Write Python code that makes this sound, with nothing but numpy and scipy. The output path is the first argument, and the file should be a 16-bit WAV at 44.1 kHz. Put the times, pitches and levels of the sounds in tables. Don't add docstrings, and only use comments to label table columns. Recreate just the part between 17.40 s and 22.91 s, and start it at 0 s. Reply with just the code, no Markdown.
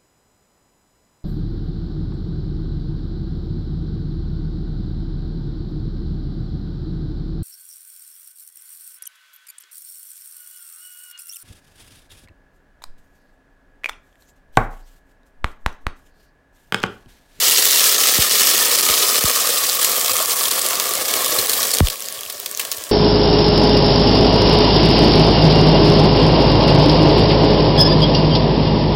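import sys
import numpy as np
from scipy import signal
from scipy.fft import rfft, irfft, next_fast_len
from scipy.io import wavfile
from scipy.ndimage import uniform_filter1d

SR = 44100
rng = np.random.default_rng(int(sys.argv[2]) if len(sys.argv) > 2 else 0)


def materialize(psi):
    bounded = np.clip(np.atleast_2d(psi).T, -1, 1)
    quanta = np.round(bounded * 32767).astype(np.int16)
    wavfile.write(sys.argv[1], SR, quanta)


N = 243095


def boil():
    # t/s, sizzle/dB, spray/dB, gurgle/dB, hollow ring/dB
    levels = [(0, -14, -20.5, -30.5, -35), (.3, -15.5, -18.5, -32, -33), (.7, -16, -21, -30, -34.5),
              (1.1, -16, -19.5, -30, -31.5), (1.45, -17.5, -20.5, -28, -29), (1.8, -17, -21, -28.5, -28),
              (2.2, -19.5, -22, -32.5, -31.5), (2.6, -23, -21.5, -31, -31.5), (3, -22.5, -20, -32, -31.5),
              (3.35, -23.5, -26, -30.5, -31), (3.8, -22, -24, -27.5, -35), (4.15, -22, -20.5, -29.5, -37),
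              (4.39, -24.5, -26, -32, -40), (5.16, -24.5, -26, -32.5, -40), (5.22, -20.5, -24, -27.5, -32),
              (5.36, -24, -26, -31, -38), (5.51, -24, -27, -30, -39)]
    sizzle_db, spray_db, gurgle_db, hollow_db = curves(levels)
    drop = gain_drop()
    big = bursts(count=1000, spread_db=2.3, t60=.04)
    ticks = bursts(count=1500, spread_db=3, t60=.001)
    steam = amp(sizzle_db) * sizzle(big, ticks) + amp(spray_db) * spray(big, ticks)
    water = amp(gurgle_db - 10.5 * drop) * gurgle(big) + amp(hollow_db - 11.5 * drop) * hollow_ring(big)
    return amp(-11 * drop) * steam + water + amp(-14 * drop) * rumble()


def sizzle(big, ticks):
    spectrum = [(760, -35), (1300, -14.5), (1470, -13.5), (1730, -6.5), (2590, -7.5), (2970, -3),
                (5150, -1), (12000, -8), (15600, -6), (22000, -120)]
    small = bursts(count=5000, spread_db=5.5, t60=.0092)
    noise = patchy(depth_db=1.5) * np.sqrt(.73 + .65 * big + .35 * ticks + .4 * small)
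    return unit(pot(noise, lambda f: gain_at(spectrum, f), direct_db=10))


def spray(big, ticks):
    spectrum = [(5000, -27), (7500, -1), (10000, -3), (13000, -2), (16000, -2.5)]
    small = bursts(count=5000, spread_db=4, t60=.0013)
    noise = patchy(depth_db=-1.5) * np.sqrt(.51 + .2 * big + .25 * ticks + .67 * small)
    return unit(filtered(noise, lambda f: gain_at(spectrum, f)))


def pops():
    clearest = [(.558, -11, 4480, .005), (1.386, -2, 4050, 0.017), (1.838, 2, 8790, .005),
                (2.073, -1, 4220, .005), (2.445, 1, 7840, .025), (2.455, -5, 9730, .007),
                (2.767, 1, 7800, .004), (2.858, 0, 6200, .004), (3.113, -1.5, 5080, .014),
                (3.2665, -5, 10160, .006), (3.303, -10, 5860, .012), (3.332, -6, 6800, .004),
                (3.3986, 1.5, 4400, 0.01), (3.553, 0, 6800, 0.0046), (3.655, -3, 4500, 0.0063),
                (3.738, 0, 3660, .012), (3.986, -5.5, 4330, 0.061), (4.317, -3, 4600, .004),
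                (4.337, -2.5, 8100, .028), (4.385, 3, 4400, 0.0063), (4.4708, -2.5, 3450, 0.0065),
                (4.4848, -4, 3700, .005), (4.4994, -10, 4400, 0.025), (4.5297, -12, 4000, .005),
                (4.6054, -10, 7600, .004), (4.622, -13, 6200, .013), (4.659, -13, 6800, .009),
                (4.6854, -9, 6800, 0.0049), (4.7247, -7, 6700, .004), (4.7906, -17, 3150, .008),
                (4.8085, -11, 4700, 0.0054), (4.899, -12.5, 3600, 0.017), (4.9243, -14.5, 11000, 0.028),
                (5, -4.5, 12000, .004), (5.0598, -7.5, 4200, 0.021), (5.1133, -8.5, 7450, .004),
                (5.149, -8.5, 6150, .004), (5.1739, -9.5, 6000, 0.0053), (5.1947, -5.5, 2820, 0.044),
                (5.2101, -13, 3870, 0.054), (5.2513, -7.5, 4200, 0.0046), (5.3156, -5.5, 5900, 0.012),
                (5.3196, -9.5, 4370, .03), (5.3275, -9, 14600, .005), (5.3466, -16, 6120, .005),
                (5.373, -9.5, 12600, .004), (5.3846, -21, 13200, .007), (5.4383, -11, 8000, .008),
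                (5.4911, -19, 7300, .011)]
    out, knocks, t = np.zeros(N + 2048), np.zeros(N + 2048), np.arange(2048) / SR
    f = np.fft.rfftfreq(2048, 1 / SR)
    for s, db, hz, t60 in [*clearest, *small_pops(count=110)]:
        fizz = amp(-60 * t / t60) * (1 - np.exp(-t / (.031 * t60)))
        snap = .27 * amp(-60 * t / .0027)
        crack = rng.standard_normal(2048) * (fizz + snap)
        bright = irfft(rfft(crack) * (.6 * resonance(f, 8000, 14000) + resonance(f, hz, .4 * hz)))
        out[round(s * SR):][:2048] += amp(db) * bright / np.abs(bright).max()
        knock_db = db - 5 + 9 * np.log10(t60 / .01)
        knocks[round(s * SR):][:2048] += amp(knock_db) * crack / np.linalg.norm(crack)
    return out[:N] + pot(knocks[:N], lambda f: resonance(f, 850, 2700), direct_db=-14)


def small_pops(count):
    at, loud, pitch, length = rng.random((count, 4)).T
    db = -3.5 + 1.5 * np.log(loud + .01) - 11.5 * gain_drop()[(at * N).astype(int)]
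    return np.transpose([at * N / SR, db, 3000 * 5 ** pitch, .0049 * (1 + 3 * length ** 3)])


def pot(x, colour, direct_db):
    modes = [(446, 570, 89, 3), (538, 750, 54, -5), (710, 664, 110, 0), (1135, 1107, 50, 4),
             (1270, 1107, 74, 7), (1860, 1620, 55, 2), (2380, 2320, 56, -5), (2950, 1800, 32, 7)]
    out, stage = np.zeros(N), 3 * np.arange(N) / N
    for k in range(4):
        ring = lambda f: sum(amp(db) * resonance(f, empty + (full - empty) * k / 3, width)
                             for empty, full, width, db in modes)
        share = np.sqrt(np.clip(1 - np.abs(stage - k), 0, 1))
        out += share * filtered(x, lambda f: colour(f) * (amp(direct_db) + ring(f)))
    return out


def thumps():
    # t/s, level/dB, push 1 or pull -1, low cut f/Hz, high cut f/Hz
    splashes = [(.7835, -6.5, 1, 72, 1500), (1.8383, -7.5, -1, 72, 1500), (1.492, -20, 1, 55, 150),
                (3.98, -21, 1, 80, 200), (4.4039, 4.5, 1, 53, 3000), (4.4213, 11.5, -1, 66, 64)]

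    def steps(f):
        f = f + .01
        return sum(push * amp(db) * SR / (2j * np.pi * f) * np.exp(-2j * np.pi * f * s)
                   / np.sqrt((1 + (low_hz / f) ** 6) * (1 + (f / high_hz) ** 4))
                   for s, db, push, low_hz, high_hz in splashes)
    return filtered(signal.unit_impulse(N), steps)


def gain_drop(splash_s=4.42, drop_s=.16):
    return np.clip((np.arange(N) / SR - splash_s) / drop_s, 0, 1)


def pings():
    trapped = [(2.8, -14.5, 633, 0.059), (3.985, -18.5, 380, 0.088), (3.985, -7, 4120, 0.033),
               (4.333, -5.5, 4300, 0.029), (4.788, -17, 3200, 0.019)]
    out, t = np.zeros(N + 4096), np.arange(4096) / SR
    for s, db, hz, t60 in trapped:
        envelope = (1 - np.exp(-t / .0019)) * amp(db - 60 * t / t60)
        out[round(s * SR):][:4096] += envelope * np.sin(2 * np.pi * hz * t * (1 + .053 * t / t60))
    return out[:N]


def gurgle(big):
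    spectrum = [(25, -58), (100, -24.5), (200, -8.5), (370, -4), (420, 0), (900, -7.5), (1800, -9.5),
                (3500, -8.5), (6000, -36)]
    small = bursts(count=800, spread_db=1, t60=.064)
    noise = patchy(depth_db=.8) * np.sqrt(.3 + .69 * big + .24 * small)
    churn = unit(pot(noise, lambda f: gain_at(spectrum, f), direct_db=2))
    return churn + amp(-13) * bubbles(count=500, low_hz=362, high_hz=1320, cycles=10.2)


def bubbles(count, low_hz, high_hz, cycles):
    at, pitch, size = rng.random((count, 3)).T[..., None]
    hz, t = low_hz * (high_hz / low_hz) ** pitch, np.arange(600) / SR
    age = t * hz / cycles
    envelope = amp(-2.2 * np.log(1.01 - size)) * age * np.exp(-3 * age)
    ring = envelope * np.sin(2 * np.pi * hz * t * (1 + .047 * age))
    where = (at * N).astype(int) + np.arange(600)
    return unit(np.bincount(where.ravel(), ring.ravel(), N)[:N])


def hollow_ring(big):
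    spectrum = [(600, -23), (1000, 2.5), (1150, 0), (1300, 0), (1500, -4), (2500, -14)]
    small = bursts(count=700, spread_db=2.5, t60=.037)
    noise = patchy(depth_db=3) * np.sqrt(.53 + .31 * big + .16 * small)
    return unit(pot(noise, lambda f: gain_at(spectrum, f), direct_db=-5))


def rumble(db_per_s=4):
    spectrum = [(22, -40), (45, -18), (80, -4), (130, -8), (250, -31)]
    noise = unit(filtered(patchy(depth_db=6), lambda f: gain_at(spectrum, f)))
    return amp(-68.5 + db_per_s * np.arange(N) / SR) * noise


def dips(half_width_s=.0074):
    drops = [(.572, -7.5), (0.791, -4.5), (.894, -7), (1.368, -7), (1.42, -6), (1.802, -6.5), (1.845, -3.5),
             (1.917, -3), (2.384, -5.5), (2.729, -3.5), (2.862, -8), (2.949, -4.5), (3.099, -6.5),
             (3.206, -4.5), (3.638, -5.5), (4.07, -7), (4.324, -4.5), (4.414, -12), (4.426, -10),
             (4.44, -6), (4.492, -9)]
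    t = np.arange(N) / SR
    return amp(sum(db * np.exp(-((t - s) / half_width_s) ** 4) for s, db in drops))


def kitchen(x, echo_db, t60):
    out, t, step = np.zeros(N + SR), np.arange(SR // 6) / SR, round(.4 * SR)
    for start in range(0, N, step):
        tail = rng.standard_normal(len(t)) * amp(-60 * t / t60) * (1 - np.exp(-t / .0011))
        echo = signal.fftconvolve(x[start:start + step], tail / np.linalg.norm(tail))
        out[start:start + len(echo)] += echo
    return x + amp(echo_db) * out[:N]


def bursts(count, spread_db, t60):
    at, size = rng.random((count, 2)).T
    starts = np.bincount((at * N).astype(int), amp(-2 * spread_db * np.log(1.01 - size)), N)
    power = signal.lfilter([1], [1, -amp(-120 / (t60 * SR))], uniform_filter1d(starts, size=10))
    return power / power.mean()


def patchy(depth_db):
    z = signal.stft(rng.standard_normal(N + 256), nperseg=256)[2]
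    field = uniform_filter1d(rng.standard_normal(z.shape), size=8, axis=0)
    field = uniform_filter1d(field, size=4, axis=1)
    return signal.istft(z * amp(depth_db * unit(field)), nperseg=256)[1][:N]


def amp(db):
    return 10 ** (np.asarray(db) / 20)


def unit(x):
    return x / np.sqrt(np.mean(x ** 2) + 1e-20)


def gain_at(spectrum, hz):
    f, db = np.transpose(spectrum)
    return amp(np.interp(np.log(hz + 1), np.log(f + 1), db))


def curves(rows):
    s, *cols = np.transpose(rows)
    return [np.interp(np.arange(N) / SR, s, c) for c in cols]


def filtered(x, response):
    m = next_fast_len(N + 8192)
    return irfft(rfft(x, m) * response(np.fft.rfftfreq(m, 1 / SR)), m)[:N]


def resonance(f, hz, width_hz):
    return 1j * f * width_hz / (hz * hz - f * f + 1j * f * width_hz)


def scene():
    hiss = dips() * kitchen(boil(), echo_db=-10, t60=.1)
    return (hiss + kitchen(pops() + pings(), echo_db=-17.5, t60=.12) + thumps())[None]


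def record(dry, ceiling=.9, top_hz=15900):
    swept = filtered(dry[0], lambda hz: np.exp(-2j * np.pi * 1.239 * np.log((hz + 2.6) / 159.6)))
    squeezed = swept / (1 + np.abs(swept / ceiling) ** 4) ** (1 / 4)
    return filtered(squeezed, lambda hz: hz < top_hz)[None]


dry = scene()
out = record(dry)
materialize(out)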